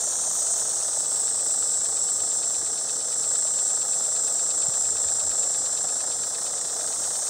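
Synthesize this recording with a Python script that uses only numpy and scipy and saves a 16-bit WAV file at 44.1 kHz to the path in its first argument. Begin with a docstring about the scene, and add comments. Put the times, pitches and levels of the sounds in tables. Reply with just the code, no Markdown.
"""A loud hiss of escaping steam, changing colour as the microphone moves along a model locomotive,
from abreast of the boiler to behind the cab and part of the way back. The engine runs on blocks
outdoors, its wheels spinning freely nearly nine times a second. Beneath the hiss, each turn brings four
soft exhaust beats from the chimney, a spit of steam at a piston rod and the clatter of slack rods.
The surroundings murmur faintly, and now and then a breeze brushes the microphone."""
import sys
import numpy as np
from scipy import signal
from scipy.fft import rfft, irfft, next_fast_len
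from scipy.io import wavfile
from scipy.ndimage import map_coordinates

SR = 44100
rng = np.random.default_rng(int(sys.argv[2]) if len(sys.argv) > 2 else 0)


def persist_wave(psi):
    """Save psi, clipped to +-1, as 16-bit WAV."""
    counts = np.round(np.clip(psi, -1, 1) * 32767).astype(np.int16)
    wavfile.write(sys.argv[1], SR, np.atleast_2d(counts).T)


N = 321489
TIME = np.arange(N) / SR
TOP_HZ = 15750


def amp(db):
    """Decibels to gain."""
    return 10 ** (np.asarray(db) / 20)


def unit(x):
    """Scale to rms 1."""
    return x / np.sqrt(np.mean(x ** 2) + 1e-20)


def curve(points, t=TIME):
    """Straight lines through (time_s, value) points, read at times t."""
    return np.interp(t, *np.transpose(points))


def wobble(rate):
    """A smooth random curve, rate knots a second."""
    knots = rng.standard_normal(int(N * rate / SR) + 4)
    fine = np.arange(0, len(knots) - 1, 1 / 8)
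    return np.interp(TIME * rate, fine, map_coordinates(knots, [fine]))


def filtered(x, response):
    """Filter x by a gain given as a function of frequency."""
    size = next_fast_len(N + 8192)
    return irfft(rfft(x, size) * response(np.fft.rfftfreq(size, 1 / SR)), size)[:N]


def noise(spectrum):
    """Noise of rms 1 coloured by (freq_hz, level_db) points of density, 20 dB down beyond the ends."""
    freq_hz, db = np.transpose(spectrum)
    log_hz = np.log(np.r_[freq_hz[0] / 2, freq_hz, freq_hz[-1] * 2])
    db = np.r_[db[0] - 20, db, db[-1] - 20]
    colour = lambda hz: amp(np.interp(np.log(hz + 1), log_hz, db, left=-np.inf))
    return unit(filtered(rng.standard_normal(N), colour))


def swell(offset, half_width):
    """A bell curve around offset 0."""
    return np.exp(-.5 * (offset / half_width) ** 2)


def each_turn(turns, place, scatter_db):
    """Turns since the wheel passed a place (-.5 to .5), and a new strength for every pass."""
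    laps, part = np.divmod(turns - place + .5, 1)
    strength = amp(scatter_db * rng.standard_normal(size=80))
    return part - .5, strength[laps.astype(int) + 1]


# The microphone's path, from abreast of the boiler (0) to behind the cab (1): time_s, position
MIC_WALK = [(0, 0), (.4, 0.13), (.75, 0.29), (1.1, 0.45), (1.7, 0.62), (2.3, 0.91), (2.9, .88), (3.4, 0.89),
            (5.5, 0.97), (6.3, 0.92), (6.8, 0.4), (7.29, 0.34)]

def viewpoint(t=TIME, cab_position=.34, cab_blend=0.12):
    """The microphone's position, and the share of the sound that reaches it from abreast."""
    position = curve(MIC_WALK, t)
    return position, 1 / (1 + np.exp((position - cab_position) / cab_blend))


def either_side(side_colour, rear_colour, side_db, rear_db):
    """Noise that fades from its side colour to its rear colour as the microphone passes the cab."""
    _, abreast = viewpoint()
    side = amp(side_db) * np.sqrt(abreast) * noise(side_colour)
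    rear = amp(rear_db) * np.sqrt(1 - abreast) * noise(rear_colour)
    return side + rear


# The jet's broad hiss and finest spray, from abreast and from behind the cab: freq_hz, level_db
HISS_ABREAST = [(2600, -35), (3600, -17.5), (4900, -17.5), (5850, -0.5), (6800, 1.5), (7250, 4),
                (8000, -1.5), (8700, 1.5), (9300, -8), (9800, -19), (10400, -33), (11500, -31.5),
                (12700, -40)]
HISS_BEHIND = [(2700, -32), (3700, -11.5), (4650, -12.5), (5400, -0.5), (6150, -1), (6700, -2), (7300, 5.5),
               (8400, 5), (8900, -1.5), (9450, -16), (9900, -10.5), (10700, -14.5), (11500, -29.5)]
SPRAY_ABREAST = [(6470, -29), (11000, 1), (11900, -3), (13000, -4), (14100, 0), (15700, -5)]
SPRAY_BEHIND = [(6940, -37), (11800, -9), (12900, -1), (13900, -2), (14800, -2), (15700, -1)]
# Its shrill band, before the listening angle shifts it: freq_hz, level_db
SHRILL_BAND = [(6700, -50), (7030, -23), (7280, -1), (7550, 2.5), (7850, 1.5), (8100, -2), (8500, -9.5),
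               (8900, -28), (9500, -53)]
# The rise and fall of that band along the walk: time_s, relative_db
SHRILL_CONTOUR = [(0, -26), (0.5, -22.5), (0.8, -25), (1.25, -22.3), (1.8, -23.5), (2.4, -22.5), (2.9, -27),
                  (3.1, -25.5), (3.3, -21.5), (4.5, -21.9), (5.5, -22.5), (6, -25), (6.6, -28.2),
                  (7.29, -25.5)]

def steam_jet(shrill_trim_db=-3, shrill_abreast_db=-4.5, swing=1.09):
    """Turbulent hiss with a shrill band that is beamed backwards and shifts with the listening angle."""
    position, abreast = viewpoint()
    broad = either_side(HISS_ABREAST, HISS_BEHIND, side_db=-26, rear_db=-29.5)
    contour_db = curve(SHRILL_CONTOUR)
    beam_db = contour_db - contour_db.mean()
    shrill_db = contour_db.mean() + shrill_trim_db + swing * beam_db + shrill_abreast_db * abreast
    shift_hz = np.interp(position, [0, 1], [500, -90])  # slides down towards the rear
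    shift_phase = 2 * np.pi * np.cumsum(shift_hz) / SR
    shrill = np.real(signal.hilbert(noise(SHRILL_BAND)) * np.exp(1j * shift_phase))
    sputter_db = 0.36 * wobble(55) + 0.59 * wobble(240)  # wet steam makes the flow sputter
    hiss = amp(0.99 * sputter_db) * broad + amp(shrill_db + sputter_db) * shrill
    spray = either_side(SPRAY_ABREAST, SPRAY_BEHIND, side_db=-50.5, rear_db=-57.5)
    spray_db = 0.44 * beam_db + 1.3 * wobble(18) + 1.1 * wobble(90)
    return hiss + amp(spray_db) * spray


def orifice_whistle(pitch_hz=9832):
    """The jet's orifice sings faintly and unsteadily, towards the rear."""
    _, abreast = viewpoint()
    strength = (1 - abreast) * amp(-58 + 2.9 * wobble(7))
    return strength * np.sin(2 * np.pi * pitch_hz * TIME + 2.1 * wobble(40))


# Spots on the walk where reflections off boiler and table cancel the direct hiss:
# deepest_position, reach_in_position, centre_hz, slide_hz_per_position, depth_db
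NULLS = [(0.01, 0.05, 8100, -2500, 14), (.02, 0.064, 5040, 100, 10), (.37, 0.12, 7010, -250, 12),
         (.5, 0.14, 4430, 200, 3), (.56, .11, 9070, 2007, 20), (.56, .14, 6410, 780, 12.5),
         (.865, .06, 6990, -1300, 13), (.88, 0.087, 4750, -800, 8), (.98, .04, 6523, -100, 4.5),
         (.97, .1, 7940, 2500, 5.5)]
# Short echoes of the jet off the table and the engine: delay_behind_s, delay_abreast_s, gain
ECHOES = [(.00143, 0.0015, 0.13), (.00175, 0.0016, 0.14), (.0026, 0.0017, .13)]

def reflections(jet, null_half_width_hz=110, mirror_delay_s=.000438, lobes_db=2.0, lobe_spacing_hz=520):
    """Nearby surfaces carve notches and ripple into the hiss, which slide as the microphone moves."""
    hz, t, spectrum = signal.stft(jet, SR, nperseg=1024)
    hz = hz[:, None]
    position, abreast = viewpoint(t)
    gain_db = np.zeros(spectrum.shape)
    for deepest, reach, centre_hz, slide_hz, depth_db in NULLS:
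        away = position - deepest
        null_hz = centre_hz + slide_hz * away
        gain_db -= depth_db * swell(away, reach) * swell(hz - null_hz, null_half_width_hz)
    # each echo's path changes with the listening angle, sweeping a comb through the hiss
    comb = 1
    for behind_s, abreast_s, gain in ECHOES:
        delay_s = behind_s + (abreast_s - behind_s) * abreast
        comb += gain * np.exp(-2j * np.pi * hz * delay_s)
    # on the way back the boiler's side mirrors the shortest waves
    mirror = np.interp(t, [6, 6.4], [0, .7]) * (hz / TOP_HZ) ** 2
    comb += mirror * np.exp(-2j * np.pi * hz * mirror_delay_s)
    # the shortest waves are beamed in lobes, through which the microphone drifts
    drift = 3 * (1 - position) + 0.22 * t
    lobe_path = np.broadcast_arrays(hz / lobe_spacing_hz + drift, drift)
    lobes = map_coordinates(rng.standard_normal(size=(50, 8)), lobe_path, mode="mirror")
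    gain_db += lobes_db * swell(hz - 13500, half_width=3100) * lobes
    return signal.istft(spectrum * comb * amp(gain_db), SR, nperseg=1024)[1][:N]


# The open air around the engine: freq_hz, level_db
OUTDOOR_WASH = [(30, -41), (42, -25), (60, -6), (100, -3.5), (250, -3), (325, -0.5), (370, -5.5), (445, 6),
                (540, -0.5), (750, 2.5), (1000, -5), (1400, -7.5), (1900, -10), (2300, -19.5), (6000, -50)]
# Faint tones in the background: pitch_hz, relative_db
HUM_TONES = [(71.5, -66), (156, -66), (326, -68.5), (450, -59), (511, -56.5)]

def outdoors(hum_trim_db=-1.5, wash_db=-48):
    """A low, steady wash of surroundings with a few wavering tones, the same all along the walk."""
    hum = np.zeros(N)
    for pitch_hz, db in HUM_TONES:
        tone = np.sin(2 * np.pi * pitch_hz * TIME + wobble(11))
        hum += amp(db) * unit(tone * amp(2.2 * wobble(6)))
    return amp(hum_trim_db) * hum + amp(wash_db) * noise(OUTDOOR_WASH)


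# Resonances of the narrow gap around the piston rod: centre_hz, width_hz, level_db
GAP_RESONANCES = [(2400, 130, -7), (2620, 69, -1), (3040, 104, -3), (3270, 107, -8), (3687, 240, 2.5),
                  (4000, 140, -1), (4370, 160, 2.5), (4720, 320, 0.5)]

def gland_spit(abreast_db=-46, behind_db=-41.3, growth_db_per_s=.4):
    """Once a turn, steam spits along a piston rod through a hollow-sounding gap, loudest from behind."""
    position, _ = viewpoint()
    level_db = abreast_db + (behind_db - abreast_db) * position + growth_db_per_s * (TIME - TIME.mean())
    offset, strength = each_turn(turns=wheel_turns(), place=0.044, scatter_db=.5)
    gap = lambda f: sum(amp(db) / (1 + (2 * (f - hz) / width) ** 2) for hz, width, db in GAP_RESONANCES)
    steam = unit(filtered(rng.standard_normal(N), gap))
    return amp(level_db) * strength * swell(offset, half_width=0.058) * steam


# Slack in the rods taken up in one turn, at relative levels: place_turns, clack_db, tick_db, thud_db
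ROD_KNOCKS = [(.03, -41, -49.5, -69), (0.123, -51, -40, -70), (0.311, -42, -45, -54),
              (0.391, -49.5, -60, -64), (.53, -73, -68, -47), (.595, -48, -41, -54), (.63, -50, -65, -75),
              (.67, -48, -44, -70), (0.729, -56, -70, -46), (0.826, -50.5, -45.5, -69),
              (.89, -49, -62, -70)]
# The three colours of a knock: freq_hz, level_db
FRAME_CLACK = [(300, -21), (600, -3), (800, -3), (980, -8.5), (1230, 0.5), (1370, 3), (1500, -4.5),
               (1650, 3), (1780, -6), (1900, -3), (2050, -9), (2200, -16), (2600, -30.5), (5000, -25)]
BRIGHT_TICK = [(1200, 10), (2300, -14), (3000, 0), (3900, 6), (5000, 7.5), (8000, -13), (15000, -17)]
STAND_THUD = [(42, -28), (68, -8), (160, 0), (320, 4.5), (600, -3), (1500, -45)]

def rod_clatter(rise_turns=0.023, decay_turns=0.031, clatter_db=8, abreast_db=2, thud_db=7.5):
    """Each knock of the rods is a clack of the frame, a bright tick and a thud in the stand."""
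    _, abreast = viewpoint()
    blows = np.zeros((3, N))
    for place, *levels_db in ROD_KNOCKS:
        offset, strength = each_turn(wheel_turns(), place, scatter_db=1.5)
        age = np.maximum(offset, 0)
        envelope = (1 - np.exp(-age / rise_turns)) * np.exp(-age / decay_turns)
        blows += amp(levels_db)[:, None] * strength * envelope
    clack, tick, thud = blows
    # the clack slowly grows brighter above 1560 Hz
    frame = noise(FRAME_CLACK)
    treble = filtered(frame, lambda hz: 1 - 1 / (1 + (hz / 1560) ** 20))
    treble_db = 0.83 * (TIME - TIME.mean())
    frame = frame - treble + amp(treble_db) * treble
    clatter = amp(clatter_db + abreast_db * abreast) * (clack * frame + tick * noise(BRIGHT_TICK))
    return clatter + amp(thud_db) * thud * noise(STAND_THUD)


# The four exhaust beats of one turn: place_turns, half_width_turns, relative_db
EXHAUST_BEATS = [(.2, 0.085, -0.5), (.41, 0.068, 0.5), (.675, 0.054, 1.5), (0.917, 0.07, 0.5)]
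# The rise and fall of the exhaust: time_s, relative_db
EXHAUST_CONTOUR = [(0, -43.5), (.9, -43), (2, -44.5), (2.8, -45.5), (3.7, -43), (6, -43), (7.29, -42.5)]
# The chimney from any side, and its mouth from abreast: freq_hz, level_db
CHIMNEY_PIPE = [(150, -32), (370, -14.5), (440, -5), (620, 1.5), (780, 0), (970, -10.5), (1300, -6),
                (1700, -22), (2300, -26.5), (4000, -34)]
CHIMNEY_MOUTH = [(500, -37), (620, 2), (690, 0), (800, -4.5), (950, -7.5)]

def exhaust(pipe_abreast_db=-3.5, mouth_db=0.5):
    """The cylinders send four soft beats up the chimney each turn; its mouth is clearest from abreast."""
    _, abreast = viewpoint()
    flow = np.zeros(N)
    for place, half_width, db in EXHAUST_BEATS:
        offset, strength = each_turn(wheel_turns(), place, scatter_db=1.26)
        flow += amp(db) * strength * swell(offset, half_width)
    pipe = amp(pipe_abreast_db * abreast) * noise(CHIMNEY_PIPE)
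    mouth = amp(mouth_db) * np.sqrt(abreast) * noise(CHIMNEY_MOUTH)
    return amp(curve(EXHAUST_CONTOUR)) * flow * (pipe + mouth)


# Puffs of air right on the microphone: peak_s, half_width_s, level_db
BREEZE_PUFFS = [(1.941, 0.034, -59), (2.2, 0.044, -59), (2.6, 0.081, -61), (4.161, 0.046, -57),
                (4.9, 0.05, -54.5), (5.081, 0.062, -52), (5.282, 0.036, -50)]
# Their rumble: freq_hz, level_db
MIC_RUMBLE = [(28, -15), (48, -13), (80, 0), (130, -9), (250, -23), (600, -50)]

def breeze(bump_s=4.69, bump_hz=140):
    """Puffs of air rumble on the microphone, and one gives it a soft bump."""
    puffs = sum(amp(db) * swell(TIME - peak_s, half_width) for peak_s, half_width, db in BREEZE_PUFFS)
    age = TIME - bump_s
    bump = amp(-33) * swell(age, half_width=0.0039) * np.sin(2 * np.pi * bump_hz * age)
    return puffs * noise(MIC_RUMBLE) + bump


def wheel_turns(turns_per_s=8.634, speedup_turns_per_s2=.0102):
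    """Turns made so far by the free wheels, which slowly gather speed and time spit, rods and exhaust."""
    return turns_per_s * TIME + speedup_turns_per_s2 * TIME ** 2 / 2


def scene():
    """The engine on its blocks in the open air, heard at one moving microphone."""
    running_gear = exhaust() + gland_spit() + rod_clatter()
    steam = reflections(steam_jet() + orifice_whistle())
    return (steam + running_gear + outdoors() + breeze())[None]


def record(dry):
    """One microphone channel, with nothing above TOP_HZ."""
    return filtered(dry[0], lambda hz: hz < TOP_HZ)[None]


dry = scene()
out = record(dry)
persist_wave(out)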